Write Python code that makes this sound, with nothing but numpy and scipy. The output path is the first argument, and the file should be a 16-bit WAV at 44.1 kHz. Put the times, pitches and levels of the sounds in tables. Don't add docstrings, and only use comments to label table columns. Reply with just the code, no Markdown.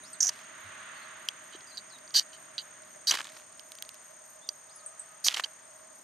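import sys
import numpy as np
from scipy import signal
from scipy.fft import rfft, irfft
from scipy.io import wavfile
from scipy.ndimage import uniform_filter1d

SR = 44100
rng = np.random.default_rng(int(sys.argv[2]) if len(sys.argv) > 2 else 0)


def generate_wav(sig):
    pcm = np.round(np.clip(np.atleast_2d(sig).T, -1, 1) * 32767).astype(np.int16)
    wavfile.write(sys.argv[1], SR, pcm)


N = 266184
T = np.arange(N) / SR


def amp(db):
    return 10 ** (np.asarray(db) / 20)


def rms_one(x):
    return x / np.sqrt(np.mean(x ** 2) + 1e-20)


def panned(x, db):
    return np.array([x * amp(db / 2), x * amp(-db / 2)])


def drift(rate):
    knots = np.arange(0, T[-1] + 1, .5 / rate)
    return rms_one(np.interp(T, knots, rng.standard_normal(len(knots))))


def swell(middle, length):
    return np.cos(np.pi * np.clip((T - middle) / length, -.5, .5))


def curves(tables):
    s, *columns = np.transpose(np.vstack(tables))
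    gate = 0
    for rows in tables:
        to_nearest_end = np.minimum(T - rows[0][0], rows[-1][0] - T)
        gate = gate + np.clip(to_nearest_end * 1000, 0, 1)
    return gate, [np.interp(T, s, c) for c in columns]


def gestures(rows, rise_db):
    tables = []
    for start, rise, fall, peak_db, fade_db, *rest in rows:
        top = start + rise
        tables.append([(start, -rise_db, peak_db, *rest),
                       (top, 0, peak_db, *rest),
                       (top + fall, -fade_db, peak_db, *rest)])
    return curves(tables)


def resonate(x, hz, width_hz):
    r = np.exp(-np.pi * width_hz / SR)
    feedback = [1, -2 * r * np.cos(2 * np.pi * hz / SR), r * r]
    return signal.lfilter([(1 - r * r) / 2, 0, (r * r - 1) / 2], feedback, x + 1e-18)


def coloured(x, spectrum):
    hz = np.maximum(np.arange(2049) * SR / 4096, 10)
    points_hz, points_db = np.transpose(spectrum)
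    log_gain = np.log(amp(np.interp(np.log(hz), np.log(points_hz), points_db)))
    cepstrum = irfft(log_gain)
    cepstrum[1:2048] *= 2
    cepstrum[2049:] = 0
    impulse = irfft(np.exp(rfft(cepstrum)))
    return signal.oaconvolve(np.atleast_2d(x), impulse[None], axes=1)[:, :np.shape(x)[-1]]


def grains(per_s, spread_db):
    sizes = amp(spread_db * np.minimum(rng.exponential(1, N), 5)) * rng.choice([-1, 1], N)
    return rms_one(sizes * (rng.random(N) < per_s / SR))


# pitch_hz, likeness (0-1)
LEFT_RIGHT_LIKENESS = [(30, 0.92), (130, 0.81), (300, 0.36), (700, 0.06), (1500, 0.58), (3000, 0.5),
                       (7000, 0.23), (15000, .4)]


def wide_noise(spectrum):
    hz, alike = np.transpose(LEFT_RIGHT_LIKENESS)
    mid, side = coloured(rng.standard_normal((2, N)), spectrum)
    mid = coloured(mid, np.transpose([hz, 10 * np.log10(1 + alike)]))[0]
    side = coloured(side, np.transpose([hz, 10 * np.log10(1 - alike)]))[0]
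    return rms_one(np.array([mid + side, mid - side]))


def chorus(modes, alike, flutter_db, flutter_rate):
    mid, side = rng.standard_normal((2, N))
    noise = np.array([mid + (1 - alike) * side, mid - (1 - alike) * side])
    noise = noise * amp(flutter_db * drift(flutter_rate))
    total = 0
    for k, (hz, width_hz, db) in enumerate(modes):
        band = resonate(resonate(noise, hz, width_hz), hz, width_hz)
        total = total + amp(db) * band * (-1) ** k
    return rms_one(total)


# nearest_s, level_db there, passing_s (distance over speed), left_minus_right_db
CARS = [(.88, -47, 0.31, -3), (2.6, -57.5, 0.42, -1.5), (4.0, -61.5, 0.22, 3), (5.35, -59, 0.44, 4)]
# pitch_hz, level_db (per Hz)
TYRE_COLOUR = [(100, -27), (250, -55), (450, -14), (800, -8.5), (1200, 2), (1900, 2), (2400, -5),
               (3500, -8), (5000, -21.5), (8000, -61)]


def cars():
    power = 0
    for nearest_s, db, passing_s, pan_db in CARS:
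        distance = np.hypot(1, (T - nearest_s) / passing_s)
        power = power + panned(amp(db) / distance, pan_db) ** 2
    return np.sqrt(power) * wide_noise(TYRE_COLOUR)


# time_s, level_db
RUMBLE_LEVEL = [(0.0, -65), (3.1, -69), (4.7, -77.5), (6.04, -71)]
# pitch_hz, level_db (per Hz)
RUMBLE_COLOUR = [(40, -13), (100, -6), (250, -0.5), (400, -3), (700, -40)]


def engine_rumble():
    gate, (level_db,) = curves([RUMBLE_LEVEL])
    return amp(level_db) * wide_noise(RUMBLE_COLOUR)


# pitch_hz, level_db (per Hz)
MEADOW_COLOUR = [(25, -34), (60, -16.5), (150, -10.5), (400, -12.5), (700, -5.5), (1100, -4.5), (1800, -27),
                 (2500, -28.5), (4400, -16.5), (5500, -14), (7500, -22.5), (9800, -40), (11600, -22),
                 (14000, -27.5), (16000, -42)]


def meadow():
    return amp(-62) * wide_noise(MEADOW_COLOUR)


# pitch_hz, width_hz (of each filter pass), level_db (before balancing)
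CICADA_BANDS = [(6463, 400, 5.5), (6858, 310, -1), (6270, 210, -4.5)]
# time_s, level_db
CICADA_LEVEL = [(0, -55.5), (6.04, -57.5)]


def cicadas():
    gate, (level_db,) = curves([CICADA_LEVEL])
    return amp(level_db) * chorus(CICADA_BANDS, alike=0.36, flutter_db=1.0, flutter_rate=25)


CRICKET_RATE_HZ, CRICKET_START_CYCLES = 35.7, .43
CRICKET_DB = -60.5
# pitch_hz, width_hz (of each filter pass), level_db (before balancing)
FAR_CRICKET_BANDS = [(8470, 1170, -13.5), (8883, 550, -6.5)]


def crickets():
    cycle = CRICKET_RATE_HZ * T + CRICKET_START_CYCLES
    strokes = 0
    for lag, length, top_hz, db in [(0, .46, 8882, 19), (.52, 0.33, 9070, -7)]:
        x = (cycle - lag) % 1 / length
        hz = top_hz - 550 * x
        tone = np.sin(2 * np.pi * np.cumsum(hz * (x < 1)) / SR)
        shape = np.sin(np.pi * np.minimum(x, 1)) ** 0.56
        strokes = strokes + amp(db + drift(23)) * shape * tone
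    near = panned(rms_one(strokes), 2.7)
    far = amp(-0.5) * chorus(FAR_CRICKET_BANDS, alike=0.58, flutter_db=3.0, flutter_rate=74)
    return amp(CRICKET_DB) * (near + far)


HUM_PAN = amp([[-8], [3]])
# pitch_hz, width_hz (of each filter pass), level_db (before balancing)
HUM_BAND = [(621.7, 68, 0)]


def hum():
    return amp(-62) * HUM_PAN * chorus(HUM_BAND, alike=0.067, flutter_db=1.5, flutter_rate=14)


# pitch_hz, width_hz (of each filter pass), level_db (before balancing)
KATYDID_BANDS = [(11370, 660, 5), (12200, 460, -20), (11920, 900, 6)]
# middle_s, level_db
BUZZES = [(0.106, -68), (.37, -72), (0.622, -72), (1.003, -70), (1.23, -69), (1.469, -71), (1.721, -72),
          (1.965, -73), (2.222, -71), (2.422, -72), (2.636, -68), (2.91, -70), (3.377, -66), (3.68, -69),
          (4.08, -68.5), (4.307, -66), (4.56, -70), (5.102, -72), (5.5, -72), (5.783, -69), (5.99, -68)]
BUZZ_S, KATYDID_PULSE_HZ = 0.15, 50.5


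def katydid():
    buzzes = sum(amp(db) * swell(middle_s, BUZZ_S) for middle_s, db in BUZZES)
    pulse = 1 + 0.24 * np.sin(2 * np.pi * KATYDID_PULSE_HZ * T)
    noise = chorus(KATYDID_BANDS, alike=.4, flutter_db=3.0, flutter_rate=100)
    return buzzes * pulse * noise * amp([[-1.2], [1.2]])


# start_s, peak_db, note_hz
CHIPS = [(.033, -46.5, 9520), (0.13, -37, 8220), (4.759, -42.5, 9700), (4.861, -31.5, 8330),
         (4.994, -32.5, 8200)]
CHIP_DROP_HZ, CHIP_DROP_S = 2700, 0.00083
CHIP_RING_S = 0.006


def bird_chips():
    chips, rasp = 0, np.cumsum(150 * drift(600)) / SR
    for start_s, peak_db, note_hz in CHIPS:
        age = np.maximum(T - start_s, 0)
        drop = CHIP_DROP_HZ * CHIP_DROP_S * np.exp(-age / CHIP_DROP_S)
        tone = np.sin(2 * np.pi * (note_hz * age - drop + rasp))
        shape = 2 * (age / CHIP_RING_S) * np.exp(1 - 2 * age / CHIP_RING_S)
        chips = chips + amp(peak_db) * tone * shape
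    return panned(chips, 0.34)


# (time_s, pitch_hz)
WHISTLES = [(-57, 100, [(.035, 3600), (.06, 5000), (.085, 5700)]), (-59, 80, [(.13, 5200), (.155, 3300)]),
            (-66, 67, [(.95, 4400), (.975, 4500), (.995, 4000)]), (-60, 41, [(1.015, 4100), (1.03, 4500),
            (1.045, 4000)]), (-57, 27, [(1.668, 5300), (1.675, 4700), (1.705, 4850), (1.718, 4080),
            (1.74, 4050), (1.752, 4750), (1.775, 4800)]), (-57.5, 40, [(1.893, 5500), (1.918, 3950),
            (1.926, 4250), (1.938, 3900), (1.968, 3650)]), (-62.5, 33, [(4.415, 3400), (4.46, 3750),
            (4.48, 3300)]), (-61, 120, [(4.692, 3400), (4.705, 4700), (4.725, 5100)]),
            (-69, 250, [(4.728, 5100), (4.75, 5300), (4.78, 5000)]), (-64, 110, [(4.783, 5000),
            (4.81, 3700)])]
WHISTLE_EDGE_S = .006


def bird_whistles():
    tables = [[(*point, db, tremble_hz) for point in pitch] for db, tremble_hz, pitch in WHISTLES]
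    gate, (hz, db, tremble_hz) = curves(tables)
    soft_gate = uniform_filter1d(gate, size=round(WHISTLE_EDGE_S * SR))
    tone = np.sin(2 * np.pi * np.cumsum(hz + tremble_hz * drift(700)) / SR)
    return panned(np.sqrt(2) * soft_gate * amp(db + 1.6 * drift(150)) * tone, 0.44)


TREE_ECHO_DB, TREE_ECHO_S = -3, .022


def birds():
    calls = bird_chips() + bird_whistles()
    fade = np.exp(-np.arange(6000) / SR / TREE_ECHO_S)
    trees = rng.standard_normal((2, 6000)) * fade / np.sqrt(TREE_ECHO_S * SR / 2)
    return calls + amp(TREE_ECHO_DB) * signal.oaconvolve(calls, trees, axes=1)[:, :N]


# pitch_hz, width_hz (before each use reshapes it), level_db (taps use half)
MODES = [(780, 180, 6), (1626, 210, 16.5), (2770, 840, -18), (3067, 200, 3.5), (3300, 91, -11.5),
         (3780, 960, -9), (4065, 330, -4.5), (4780, 97, -5), (4430, 380, 1.5), (4775, 246, -2),
         (5580, 350, 0.5), (5850, 184, 3.5), (5992, 87, -2), (6270, 170, 6), (6320, 660, 11),
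         (8580, 740, -2.5)]


def near_chatter(hz, chatter_hz, spread):
    first = -6 * (np.log2(hz / chatter_hz) / spread) ** 2
    octave = -12 - 6 * (np.log2(hz / chatter_hz / 2) / 0.18) ** 2
    return amp(np.maximum(np.maximum(first, octave), -36))


# start_s, rise_s, fall_s, ring_db,
# fade_db (over the fall; negative grows), chatter_hz, spread_octaves, grit_db
STROKES = [(0.203, 0.0041, 0.0095, -15.5, 5.5, 6300, 0.24, -51),
           (0.216, .001, 0.014, -26, -4, 5800, 0.15, -52),
           (0.227, 0.0081, 0.00867, -23, -1, 6060, .18, -48),
           (0.243, 0.0071, 0.0066, -18, 18, 6200, 0.26, -43),
           (0.255, 0.0063, 0.0036, -21.5, 9, 6300, .22, -47),
           (0.266, .004, 0.0062, -19.5, 11, 5860, 0.16, -47),
           (0.276, 0.0025, 0.0068, -20, 10, 6100, 0.19, -48), (0.288, .005, .006, -23, 28, 6050, .23, -40),
           (1.515, 0.019, 0.028, -50, 1, 3620, 0.2, -82), (1.77, .012, .023, -34, 25, 4180, 0.2, -54),
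           (2.139, .028, .031, -18.5, 3.5, 4295, 0.34, -35),
           (2.199, 0.00058, 0.032, -34, 23, 4160, .38, -48),
           (2.325, 0.007, 0.038, -50.5, 11, 3480, 0.54, -67),
           (2.579, 0.0008, 0.043, -29, 26, 3870, 0.24, -56),
           (3.069, 0.0058, 0.0331, -21, 2.5, 4500, 0.31, -36.5),
           (3.115, .001, 0.0069, -21, 24, 3160, 0.49, -41),
           (3.123, 0.00087, 0.065, -36.5, 9, 3600, 0.26, -58),
           (5.24, 0.007, 0.018, -24.5, 0.5, 5030, 0.34, -34.5),
           (5.266, 0.0011, 0.019, -21.5, 3, 5180, 0.48, -30.5),
           (5.339, 0.0067, .005, -27, 17, 3600, 0.27, -54), (5.436, .002, 0.01, -25, 2, 3620, 0.48, -53)]
BITE_RISE_DB = 12
# pitch_hz, level_db (per Hz)
GRIT_COLOUR = [(1000, -17.5), (4000, 1), (6500, 0), (8700, 10.5), (10300, -1), (12500, 3.5), (14300, -2),
               (15200, -2), (16000, -45)]


def scrape():
    gate, columns = gestures(STROKES, BITE_RISE_DB)
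    live = uniform_filter1d(gate, size=3001) > 1e-6
    shape_db, ring_db, chatter_hz, spread, grit_db = (c[live] for c in columns)
    slips = (grains(9000, spread_db=2.2) * amp(1.8 * drift(300)) * gate)[live]
    rings, power = 0, 0
    leans = rng.standard_normal(len(MODES))
    for k, ((hz, width_hz, db), lean) in enumerate(zip(MODES, leans)):
        gain = amp(db) * near_chatter(hz, chatter_hz, spread)
        ring = resonate(resonate(slips, hz, width_hz), hz, 2.36 * width_hz)
        ring = ring * np.sqrt(SR / np.pi / width_hz)
        rings = rings + panned(gain * ring * (-1) ** k, -3 + 4.3 * lean)
        power = power + gain ** 2
    hiss = 0.54 * gate[live] * rng.standard_normal((2, live.sum()))
    grit = coloured(slips + hiss, GRIT_COLOUR)
    out = np.zeros((2, N))
    out[:, live] = amp(shape_db) * (amp(ring_db) * rings / np.sqrt(power) + amp(grit_db) * grit)
    return out


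# start_s, peak_db (before panning), pitch_hz
SNAPS = [(0.294, -29, 1850), (0.306, -46, 1770), (3.138, -23, 2660), (3.172, -23, 1700),
         (3.187, -27.5, 1160), (3.19, -22, 1680), (3.206, -21.5, 1520), (3.214, -28, 2680),
         (3.244, -30, 3500), (3.254, -31, 2560), (3.27, -32.5, 3220), (3.29, -36, 3280), (3.338, -46, 1270),
         (5.301, -27, 2770), (5.31, -25, 2820), (5.316, -26, 2860), (5.326, -28, 3080), (5.354, -30, 2800),
         (5.3705, -16, 2610), (5.384, -35, 2970), (5.397, -17, 1120), (5.405, -39, 1670)]
SNAP_S, SNAP_TREBLE_DB = 0.0011, -44


def snaps():
    out, t = np.zeros(N), np.arange(1500) / SR
    for start_s, peak_db, hz in SNAPS:
        burst = rng.standard_normal(1500) * np.exp(-t / SNAP_S) * np.minimum(t / 0.0003, 1)
        treble_db = SNAP_TREBLE_DB - peak_db
        colour = [(60, -60), (250, -27), (hz / 2, -10), (hz, 0), (hz * 2.24, -8),
                  (9000, treble_db), (16000, treble_db - 20)]
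        snap = coloured(burst, colour)[0]
        at = round(start_s * SR)
        out[at:at + len(t)] += amp(peak_db) * snap / np.abs(snap).max()
    return out


# start_s, rise_s, fall_s, level_db,
# fade_db (over the fall; negative grows), brightness_db
PAPER = [(.24, 0.0011, 0.038, -54, -3, 6.5), (.287, .007, 0.024, -50, 19, 5),
         (.313, .001, 0.14, -67.5, 2, 12), (2.14, 0.0067, 0.074, -50.5, 0.5, 5),
         (3.09, 0.0049, 0.052, -35.5, 1, 1.5), (3.139, .001, .04, -36.5, 10.5, 3),
         (3.18, 0.0056, 0.034, -41.5, -1.5, -4), (3.226, .001, 0.57, -48.5, 32, -1),
         (5.263, 0.0022, 0.0257, -41.5, 3, 4.5), (5.289, .001, 0.046, -44.5, 3, 6),
         (5.336, 0.039, 0.0226, -37.5, 3.5, 4), (5.393, 0.0041, 0.013, -39, 11, 7),
         (5.411, .001, 0.053, -48, 2, -4)]
PUSH_RISE_DB = 13.5
# pitch_hz, level_db (per Hz)
PAPER_COLOUR = [(60, -50), (250, -9), (500, -6), (1100, 3.5), (1700, 4), (3000, -0.5), (6000, -2.5),
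                (10000, -11.5), (15000, -21)]


def paper():
    gate, (shape_db, level_db, bright_db) = gestures(PAPER, PUSH_RISE_DB)
    fine = grains(12000, spread_db=2.0) + .5 * rng.standard_normal((2, N))
    rustle = rms_one(coloured(fine * amp(4.0 * drift(120)), PAPER_COLOUR))
    dull = signal.sosfilt(signal.butter(2, 2600, fs=SR, output="sos"), rustle)
    bright = amp(bright_db) * (rustle - dull)
    crumple = gate * amp(level_db + shape_db) * (dull + bright)
    return (crumple + snaps()) * amp([[-.8], [.8]])


# start_s, level_db (before rise and fade), pitch_hz, t60_s (time to fall 60 dB)
KNOCKS = [(.25, -38, 747, 0.045), (0.64, -45.5, 96, 0.2), (1.549, -33.5, 353, 0.021)]


def knocks():
    out = 0
    for start_s, db, hz, t60 in KNOCKS:
        age = np.maximum(T - start_s, 0)
        rise = np.minimum(8 * age / t60, 1)
        out = out + amp(db - 60 * age / t60) * np.sin(2 * np.pi * hz * age) * rise
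    return panned(out, .5)


# start_s, peak_db (before panning), chatter_hz, ring_share (0-1), brightness_db
TAPS = [(0.2884, -24, 5890, 0.3, -12), (0.2925, -10.5, 5960, 0.67, -6), (1.287, -12.5, 3260, 0.58, -6),
        (1.607, -41.5, 3700, .7, -26), (1.7724, -30, 4600, 0.9, -21), (1.987, -45, 4200, .8, -9),
        (2.077, -41, 4670, 1, -17), (2.1064, -39, 4520, 0.7, 5), (2.5811, -20.5, 3920, 0.8, -22),
        (2.8354, -49, 4950, 0.2, -23), (3.0733, -35, 4760, 0, -7), (3.1102, -9, 5900, .45, -4),
        (3.113, -10, 2990, 1, -13), (3.12, -24, 2620, 0.5, -2), (3.595, -33.5, 2600, 0.38, -1),
        (3.7196, -27.5, 3500, 0.06, 0), (3.7528, -33, 3500, 0.03, 6), (3.7863, -31.5, 4520, 0.3, -4.5),
        (3.8236, -22, 3280, 0.3, 3), (3.8502, -40, 4710, 0.4, 0), (3.8914, -28.5, 3500, 0, -1),
        (3.9437, -39.5, 3420, 0.1, 8), (3.953, -42, 5950, 0.2, -3), (4.4897, -18, 4750, 0.54, -1),
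        (5.2839, -6.5, 3005, 0.44, -25), (5.344, -20, 3190, 0.3, -19)]
TAP_SPREAD_OCTAVES, TAP_PAN_DB, TAP_PAN_SCATTER_DB = 0.32, -3, 4
# pitch_hz, level_db (per Hz)
CRACK_COLOUR = [(100, -66), (600, -21), (1800, -7.5), (5000, 2)]
# pitch_hz, level_db (per Hz)
CRACK_TREBLE = [(12000, -6), (14500, -16), (16000, -14)]


def taps():
    out, t = np.zeros((2, N + 2000)), np.arange(2000) / SR
    for start_s, peak_db, chatter_hz, share, bright_db in TAPS:
        ring = 0
        for (hz, width_hz, db), luck in zip(MODES, rng.standard_normal(len(MODES))):
            gain = amp(.5 * db + luck) * near_chatter(hz, chatter_hz, TAP_SPREAD_OCTAVES)
            fade = np.exp(-1.2 * np.pi * width_hz * t)
            ring = ring + gain * np.sin(2 * np.pi * hz * t + np.pi * luck) * fade
        ring = ring * np.minimum(t / 0.00043, 1)
        treble = [(hz, db + bright_db) for hz, db in CRACK_TREBLE]
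        burst = rng.standard_normal(len(t)) * np.exp(-t / 0.0011)
        crack = coloured(burst, CRACK_COLOUR + treble)[0]
        tap = share * ring / np.abs(ring).max() + (1 - share) * crack / np.abs(crack).max()
        tap = amp(peak_db) * tap / np.abs(tap).max()
        at = round(start_s * SR)
        pan_db = TAP_PAN_DB + TAP_PAN_SCATTER_DB * rng.standard_normal()
        out[:, at:at + len(t)] += panned(tap, pan_db)
    return out[:, :N]


# pitch_hz, width_hz (of each filter pass), level_db (before balancing)
OVERTONE_BAND = [(1253, 42, 0)]
OVERTONE_DB, OVERTONE_MIDDLE_S, OVERTONE_LASTS_S = -64, 4.97, 1


def hum_overtone():
    tone = chorus(OVERTONE_BAND, alike=0.62, flutter_db=0.5, flutter_rate=3.38)
    return amp(OVERTONE_DB) * swell(OVERTONE_MIDDLE_S, OVERTONE_LASTS_S) * tone * HUM_PAN


def scene():
    background = cars() + engine_rumble() + meadow()
    animals = cicadas() + crickets() + katydid() + birds()
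    hands = scrape() + paper() + knocks() + taps()
    return background + animals + hands + hum() + hum_overtone()


CUTOFF_HZ = 15800


def record(dry):
    thin = signal.sosfilt(signal.butter(2, 70, "high", fs=SR, output="sos"), dry)
    return signal.sosfilt(signal.cheby2(12, 70, CUTOFF_HZ + 500, fs=SR, output="sos"), thin)


dry = scene()
out = record(dry)
generate_wav(out)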